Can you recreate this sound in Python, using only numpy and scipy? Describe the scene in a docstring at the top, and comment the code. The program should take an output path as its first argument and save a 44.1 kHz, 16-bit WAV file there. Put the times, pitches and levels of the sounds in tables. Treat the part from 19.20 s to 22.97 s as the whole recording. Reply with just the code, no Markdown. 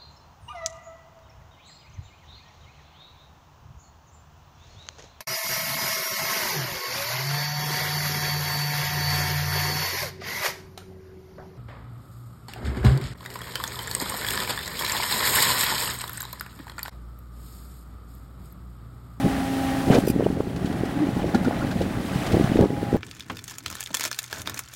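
"""Excavator digging on an open site

A diesel excavator drags its bucket through soil and rubble, all heard at one microphone.
The engine's exhaust and the hydraulic pump are sums of tones tied to one shaft; clatter and oil are noise.
Soil and rubble are showers of clicks and ringing pebbles; stones knock and squeal on the steel bucket.
Wind buffets the microphone with filtered clicks, short low thumps and two sharp overload ticks."""
import sys
import numpy as np
from scipy import signal
from scipy.fft import rfft, irfft
from scipy.io import wavfile

SR = 44100
rng = np.random.default_rng(int(sys.argv[2]) if len(sys.argv) > 2 else 0)


def output_pcm(signal):
    """Save a mono or channel-first signal as 16-bit PCM at the path in sys.argv[1].

    Samples are clipped to [-1, 1] before scaling.
    """
    pcm = np.clip(np.atleast_2d(signal).T, -1, 1) * 32767
    wavfile.write(sys.argv[1], SR, np.round(pcm).astype(np.int16))


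N = 166257
T = np.arange(N) / SR


def amp(db):
    """Decibels to gain."""
    return 10 ** (np.asarray(db) / 20)


def unit(x):
    """Scales to rms 1."""
    return x / np.sqrt(np.mean(x ** 2) + 1e-20)


def curve(rows, axis=1):
    """One column of a table, joined by straight lines over time."""
    rows = np.array(rows)
    return np.interp(T, rows[:, 0], rows[:, axis])


def add(mix, start, sound):
    """Mixes a sound in at a time in seconds."""
    part = mix[max(round(start * SR), 0):][:len(sound)]
    part += sound[:len(part)]


def colour(x, points):
    """Filters by a spectrum drawn over log frequency, to rms 1."""
    hz, db = np.transpose(points)
    f = np.fft.rfftfreq(len(x), 1 / SR)
    gain = amp(np.interp(np.log(f + 1), np.log(hz), db))
    return unit(irfft(rfft(x) * gain, len(x)))


def drift(hz):
    """Random wander that fades out above a rate in Hz, rms 1."""
    f = np.fft.rfftfreq(N, 1 / SR)
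    lowpass = np.exp(-(f / hz) ** 2) * (f > 0)
    return unit(irfft(rfft(rng.standard_normal(N)) * lowpass, N))


def grains(per_s, spread_db):
    """Random clicks of uneven size and either sign."""
    size = amp(spread_db * np.minimum(rng.exponential(1, N), np.pi))
    return size * rng.choice([-1, 1], N) * (rng.random(N) < per_s / SR)


def swell(start, peak, end):
    """Rises smoothly to a peak and falls away."""
    return np.sin(np.pi / 2 * np.interp(T, [start, peak, end], [0, 1, 0])) ** 2


# Engine speed before its wobble: (time [s], shaft speed [turns/s])
ENGINE_SPEED = [(0, 30.0), (.4, 29.7), (.75, 29.9), (1.1, 30.45), (2.15, 30.68), (2.6, 30.45), (3.0, 30.55),
                (3.3, 30.8), (3.55, 30.55), (3.72, 29.95)]
# Exhaust tones, before the exhaust level: (multiple of firing rate, level [dB])
EXHAUST_TONES = [(1, -48), (2, -38.5), (3, -37.5), (4, -46), (5, -45.5), (6, -49.5), (7, -48)]
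# Exhaust level: (time [s], level [dB])
EXHAUST_LEVEL = [(0, 4.5), (.7, -1.5), (1.1, -2.5), (2.2, -1.5), (2.7, -1.5), (3.77, -2)]
# Pump whine: (time [s], first harmonic [dB], second harmonic [dB], third harmonic [dB])
PUMP_WHINE = [(0, -28, -44, -37.5), (.68, -27, -44, -37.5), (.9, -38, -49, -45.5), (1.4, -41.5, -52, -53.5),
              (1.9, -36, -47.5, -42), (2.3, -67, -45.5, -45.5), (2.8, -48, -46.5, -50.5),
              (3.4, -41, -53, -46.5), (3.77, -55, -45, -36.5)]
# High pump tones: (multiple of piston rate, level against the third harmonic [dB])
PUMP_HIGH_TONES = [(7, -17)]
# Spectrum of the engine clatter: (frequency [Hz], relative density [dB per Hz])
CLATTER_SPECTRUM = [(20, -28), (55, -3.5), (130, 1.5), (280, 0), (480, -14), (700, -3), (900, -12),
                    (1050, -13.5), (1880, -14.5), (2250, -21.5), (4000, -30), (8000, -51), (16000, -70)]
# Clatter level: (time [s], level [dB])
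CLATTER_LEVEL = [(0, -31), (.7, -30.5), (.9, -35.5), (1.3, -39.5), (1.7, -32.5), (2.05, -34), (2.8, -33.5),
                 (3.3, -29.5), (3.52, -39.5), (3.77, -32)]
CYLINDERS, PISTONS = 4, 9  # engine cylinders, pump pistons
SPEED_WOBBLE, CLATTER_DEPTH = .002, .25  # fractions of speed and of noise amplitude


def machine():
    """One shaft drives exhaust tones, pump whine and noise that swells at each firing."""
    turns = np.cumsum(curve(ENGINE_SPEED) * (1 + SPEED_WOBBLE * drift(33.0))) / SR
    firing = turns * CYLINDERS / 2  # each cylinder fires every second turn
    strokes = PISTONS * turns

    def tone(cycles, db, waver_db):
        """A sine of wavering level; the dB are rms."""
        level = np.sqrt(2) * amp(db + waver_db * drift(15.3))
        return level * np.sin(2 * np.pi * (cycles + rng.random()))

    exhaust = sum(tone(round(k) * firing, db, waver_db=3) for k, db in EXHAUST_TONES)
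    pump = sum(tone(k * strokes, curve(PUMP_WHINE, axis=k), waver_db=1.35) for k in (1, 2, 3))
    third = curve(PUMP_WHINE, axis=3)
    pump = pump + sum(tone(k * strokes, third + db, waver_db=6.0) for k, db in PUMP_HIGH_TONES)
    pulsing = 1 + CLATTER_DEPTH * np.cos(2 * np.pi * firing)
    clatter = colour(rng.standard_normal(N) * pulsing, CLATTER_SPECTRUM)
    clatter = clatter * amp(curve(CLATTER_LEVEL) + 1.4 * drift(7))
    return exhaust * amp(curve(EXHAUST_LEVEL)) + pump + clatter


# Spectrum of oil rushing through the valves: (frequency [Hz], relative density [dB per Hz])
OIL_SPECTRUM = [(300, -22), (1500, 6), (3200, 4), (4800, 0), (6500, -3.5), (10000, -3), (13000, -8),
                (16000, -7)]
# Oil hiss level before its flutter: (time [s], level [dB])
OIL_LEVEL = [(0, -41), (.3, -40), (.78, -38.5), (.84, -45), (.96, -48.5), (1.28, -50.5), (1.5, -47.5),
             (2.1, -47), (2.8, -46), (2.88, -42.5), (3.2, -40), (3.38, -46), (3.46, -48)]


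def valves():
    """Oil rushing through the valves is filtered noise with a slight flutter."""
    return colour(rng.standard_normal(N), OIL_SPECTRUM) * amp(curve(OIL_LEVEL) + 1.0 * drift(16))


PEBBLE_RING_S, PEBBLE_HITS_PER_S = .003, 22  # decay to 1/e [s], hits at each pitch [1/s]
GRAINS_PER_S, GRAIN_SPREAD_DB = 2400, 2.5  # soil grains [1/s], size spread [dB]


def pebbles(count):
    """Pebbles of many sizes tumble; each rings briefly at its own pitch. Rms 1."""
    t = np.arange(SR // 40) / SR
    pitches = (np.arange(count) + rng.random(count)) * SR / 4 / count
    out = np.zeros(N)
    for hz in pitches:
        ring = np.exp(-t / PEBBLE_RING_S) * np.sin(2 * np.pi * hz * t)
        out += signal.oaconvolve(grains(PEBBLE_HITS_PER_S, GRAIN_SPREAD_DB), ring)[:N]
    return unit(out)


# Spectrum of crumbling soil: (frequency [Hz], relative density [dB per Hz])
SOIL_SPECTRUM = [(200, 9), (700, 13), (1800, 5), (3000, 2.5), (5000, -6.5), (8000, -12), (16000, -71)]
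# Crumbling level before the clumps: (time [s], level [dB])
SOIL_LEVEL = [(0, -43.5), (.7, -44), (.718, -24), (.748, -25), (.785, -44), (.86, -53), (1.3, -49.5),
              (1.9, -41), (2.5, -41.5), (2.78, -43), (3.0, -36), (3.08, -36.5), (3.25, -42.5), (3.4, -37),
              (3.5, -47)]
CLUMP_DB, CLUMPS_PER_S = 1.9, 80  # rms level wander [dB], its rate [Hz]


def soil():
    """Soil grains click and pebbles ring, crumbling in uneven clumps."""
    rubble = unit(grains(GRAINS_PER_S, GRAIN_SPREAD_DB)) + pebbles(count=48)
    return colour(rubble, SOIL_SPECTRUM) * amp(curve(SOIL_LEVEL) + CLUMP_DB * drift(CLUMPS_PER_S))


# Wind strength, the rumble level before its flutter: (time [s], level [dB])
WIND_STRENGTH = [(0, -58), (.05, -21.5), (.13, -40), (.6, -63), (.68, -22.5), (.72, -25), (.78, -23),
                 (.81, -29.5), (1.1, -30), (1.35, -32), (1.52, -29), (1.68, -36), (2.02, -26.5),
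                 (2.36, -32.5), (2.43, -24.5), (2.52, -34.5), (2.62, -25.5), (2.68, -31.5), (3.06, -33),
                 (3.15, -17.5), (3.22, -34.5), (3.34, -26.5), (3.4, -19.5), (3.44, -21), (3.47, -38),
                 (3.55, -27.5), (3.6, -33.5), (3.72, -39), (3.75, -20)]
# Spectrum of the wind rumble: (frequency [Hz], relative density [dB per Hz])
RUMBLE_SPECTRUM = [(20, -25), (50, -4.5), (140, 1.5), (300, -1.5), (480, -11.5), (750, -21.5), (1300, -49),
                   (16000, -80)]
# Spectrum of the flutter in strong gusts: (frequency [Hz], relative density [dB per Hz])
GUST_SPECTRUM = [(150, 4), (450, 8), (750, 1.5), (1200, -14.5), (2500, -55), (16000, -80)]
# Single wind thumps: (time [s], level [dB], frequency [Hz])
WIND_THUMPS = [(0.045, -11, 142), (0.065, -7, 217), (.702, -4, 398), (0.707, -4, 187), (0.754, -9, 433),
               (0.765, -8.5, 385), (0.776, -10, 340), (0.787, -4, 263), (.839, -11.5, 251),
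               (0.877, -6.5, 370), (0.902, -7, 233), (0.963, -8.5, 253), (.998, -8, 352), (1.008, -11, 524),
               (1.026, -9.5, 368), (1.063, -6, 308), (1.067, -6, 517), (1.103, -12, 257), (1.128, -13, 197),
               (1.173, -18.5, 443), (1.205, -7.5, 377), (1.2083, -18.5, 900), (1.274, -15, 256),
               (1.448, -11, 197), (1.636, -10.5, 332), (1.871, -14, 258), (1.89, -13, 238),
               (2.044, -10.5, 443), (2.155, -6, 264), (2.216, -12.5, 205), (2.275, -16, 428),
               (2.283, -7.5, 340), (2.311, -12.5, 597), (2.563, -10.5, 164), (2.613, -10, 403),
               (2.96, -11, 149), (3.134, -12, 120), (3.144, -5.5, 273), (3.17, -4.5, 320), (3.199, -7, 300),
               (3.212, -6.5, 275), (3.245, -7, 175), (3.299, -11.5, 199), (3.32, -8, 222),
               (3.358, -4.5, 282), (3.392, 0, 350), (3.402, -8, 328), (3.413, -9, 278), (3.425, -8, 463),
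               (3.44, -7, 390), (3.458, -7.5, 323), (3.505, -13, 367), (3.631, -12.5, 342), (3.73, -7, 326),
               (3.747, -7.5, 242), (3.759, -11, 378)]
EDDIES_PER_S, EDDY_SPREAD_DB, WIND_FLUTTER_DB = 450, 2.5, 1.5
GUST_DB, GUST_GROWTH = -23, 1.72  # level at the strongest wind [dB], growth [dB per dB of wind]
THUMP_RISE, THUMP_FALL, THUMP_EDGE = 0.21, 0.36, 0.29  # slopes and rounding of the top [cycles]


def wind():
    """Small eddies rumble on the microphone, brighter in strong gusts; large ones give pressure thumps."""
    strength = curve(WIND_STRENGTH)
    rumble = colour(grains(EDDIES_PER_S, EDDY_SPREAD_DB), RUMBLE_SPECTRUM)
    rumble = rumble * amp(strength + WIND_FLUTTER_DB * drift(33))
    gust_level = amp(GUST_DB + GUST_GROWTH * (strength - strength.max()))
    out = rumble + colour(grains(900, spread_db=1.0), GUST_SPECTRUM) * gust_level
    t = np.arange(-SR // 40, SR // 40) / SR
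    for time, db, hz in WIND_THUMPS:
        slope = np.where(t < 0, THUMP_RISE, THUMP_FALL)
        shape = np.exp((THUMP_EDGE - np.hypot(t * hz, THUMP_EDGE)) / slope)
        add(out, time + t[0], amp(db) * shape * np.cos(2 * np.pi * (hz * t + rng.random())))
    return out


# The teeth bite into the rubble: (start [s], peak [s], end [s], level [dB])
TOOTH_BITES = [(0.663, 0.763, 0.81, -17), (3.375, 3.43, 3.475, -20.5)]
# Spectrum of the grinding: (frequency [Hz], relative density [dB per Hz])
BITE_SPECTRUM = [(60, -33), (200, 6.5), (550, 4), (1000, -10), (2500, -39), (8000, -70)]


def bites():
    """The teeth grind into rubble: dense clicks, filtered low, that swell and fall."""
    grinding = colour(grains(1400, spread_db=0.5), BITE_SPECTRUM)
    return grinding * sum(amp(db) * swell(start, peak, end) for start, peak, end, db in TOOTH_BITES)


# Stones strike the bucket: (time [s], crunch level [dB], ring level [dB])
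STONE_KNOCKS = [(.7435, -24.5, -45), (1.36, -38, -61), (1.4563, -36.5, -53), (1.525, -41, -39),
                (1.652, -38.5, -51), (1.994, -46, -32), (2.1448, -29, -18.5), (2.245, -36, -32),
                (2.51, -35, -34), (2.615, -33, -37), (3.063, -29.5, -60), (3.1176, -30, -54),
                (3.2373, -35, -54)]
# Bucket modes, before the ring level and a small pitch scatter: (frequency [Hz], level [dB], t60 [s])
BUCKET_MODES = [(232.7, 8, 0.12), (574, -7, 0.069), (788, 8.5, 0.031), (1430, -1.5, 0.056),
                (1760, -10, 0.07), (1670, -15, 0.14), (3930, -22, 0.13)]
# Spectrum of a stone's crunch: (frequency [Hz], relative density [dB per Hz])
CRUNCH_SPECTRUM = [(400, -11), (1500, 2), (4200, 2), (7000, -6.5), (15000, -19)]
CRUNCH_S, KNOCK_RISE_S, MODE_SCATTER = 0.011, 0.0028, 0.013  # decay [s], onset [s], pitch fraction


def stones():
    """Each stone crunches and briefly rings the soil-damped bucket."""
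    out, t = np.zeros(N), np.arange(SR // 4) / SR
    for time, crunch_db, ring_db in STONE_KNOCKS:
        crunch = colour(grains(5000, spread_db=0.5)[:len(t)], CRUNCH_SPECTRUM) * np.exp(-t / CRUNCH_S)
        ring = np.zeros(len(t))
        for hz, mode_db, t60 in BUCKET_MODES:
            pitch = hz * (1 + MODE_SCATTER * rng.standard_normal())
            ring += amp(mode_db - 60 * t / t60) * np.sin(2 * np.pi * (pitch * t + rng.random()))
        knock = amp(crunch_db) * crunch + amp(ring_db) * ring
        add(out, time, knock * np.minimum(t / KNOCK_RISE_S, 1))
    return out


# Microphone overload ticks: (time [s], level [dB])
OVERLOAD_TICKS = [(.786, -14), (3.4115, -14)]
TICK_S = .0002  # decay to 1/e


def ticks():
    """Microphone overload ticks in strong wind thumps: one sharp step of pressure each, gone at once."""
    out, t = np.zeros(N), np.arange(SR // 20) / SR
    for time, db in OVERLOAD_TICKS:
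        add(out, time, amp(db) * np.exp(-t / TICK_S))
    return out


# Dry steel squeaks: (time [s], pitch ratio, level [dB])
STEEL_SQUEAKS = [(0.798, 0.863, -39), (.849, 0.88, -44), (0.867, 1.02, -36), (.881, 1.007, -30.5),
                 (.898, 1.004, -31)]
# Steel resonances, before the pitch ratio: (frequency [Hz], width [Hz], level [dB])
STEEL_MODES = [(2600, 340, -3), (4860, 220, 0.5), (5870, 250, -6), (7600, 240, -6), (9040, 310, -6),
               (10320, 370, -3.5), (13520, 380, 0)]
SQUEAK_S, SQUEAK_SAG_PER_S = .004, 1.1  # time to the peak [s], pitch fraction lost [1/s]


def squeaks():
    """A tooth skids on stone in short slips; each excites high steel resonances that sag and die away."""
    out, t = np.zeros(N), np.arange(SR // 16) / SR
    f, age = np.fft.rfftfreq(len(t), 1 / SR), t / SQUEAK_S
    shape = sum(amp(db) / (1 + (2 * (f - hz) / width) ** 2) for hz, width, db in STEEL_MODES)
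    shape = shape + amp(-16) * (f > 1500)  # a floor of hiss between the resonances
    fine_t = np.arange(10 * len(t)) / (10 * SR)
    for time, pitch, db in STEEL_SQUEAKS:
        # ten times oversampled, so that it can be read at a gliding speed
        steel = irfft(rfft(rng.standard_normal(len(t))) * shape, len(fine_t))
        glide = pitch * (t - SQUEAK_SAG_PER_S * t ** 2 / 2)
        add(out, time, amp(db) * age * np.exp(1 - age) * unit(np.interp(glide, fine_t, steel)))
    return out


# Stone squeals on steel: (time [s], frequency [Hz], level [dB])
STONE_CHIRPS = [(1.047, 3000, -40), (2.256, 1420, -30), (2.33, 1420, -35), (2.422, 1410, -30),
                (2.517, 1640, -32)]
CHIRP_S, CHIRP_ROUGH = .008, .075  # half-width to 1/e [s], rms pitch fraction


def chirps():
    """Stone slips on steel with a short squeal, rough from fast random pitch changes."""
    out = np.zeros(N)
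    for time, hz, db in STONE_CHIRPS:
        pitch = hz * (1 + CHIRP_ROUGH * drift(312))
        envelope = amp(db) * np.exp(-((T - time) / CHIRP_S) ** 2)
        out += envelope * np.sin(2 * np.pi * np.cumsum(pitch) / SR)
    return out


# The bucket judders on stone: (start [s], peak [s], end [s], pitch at full strain [Hz], level [dB])
BUCKET_JUDDERS = [(1.731, 1.778, 1.78, 288, -20.5), (1.791, 1.825, 1.87, 301.5, -15),
                  (2.253, 2.272, 2.295, 273.3, -15.5), (2.57, 2.627, 2.62, 126.5, -18)]
JUDDER_BEND, JUDDER_ROUGH = .09, .06  # pitch fractions: bend by strain, rms roughness


def judders():
    """The bucket judders on stone as a rough tone, rising in pitch as it strains."""
    out = np.zeros(N)
    for start, peak, end, hz, db in BUCKET_JUDDERS:
        strain = swell(start, peak, end)
        pitch = hz * (1 + JUDDER_BEND * (strain - 1) + JUDDER_ROUGH * drift(122))
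        out += strain * amp(db + 0.96 * drift(100)) * np.sin(2 * np.pi * np.cumsum(pitch) / SR)
    return out


def scene():
    """The site and the wind, summed at one microphone."""
    site = machine() + valves() + soil()
    microphone = wind() + ticks()
    bucket = bites() + stones() + squeaks() + chirps() + judders()
    return (site + microphone + bucket)[None]


CUTOFF_HZ = 15950


def record(dry):
    """Clips at full scale, then limits the band with a steep low-pass."""
    lowpass = signal.firwin(511, CUTOFF_HZ, window=("kaiser", 9), fs=SR)
    return signal.oaconvolve(np.clip(dry, -1, 1), lowpass[None], "same")


dry = scene()
out = record(dry)
output_pcm(out)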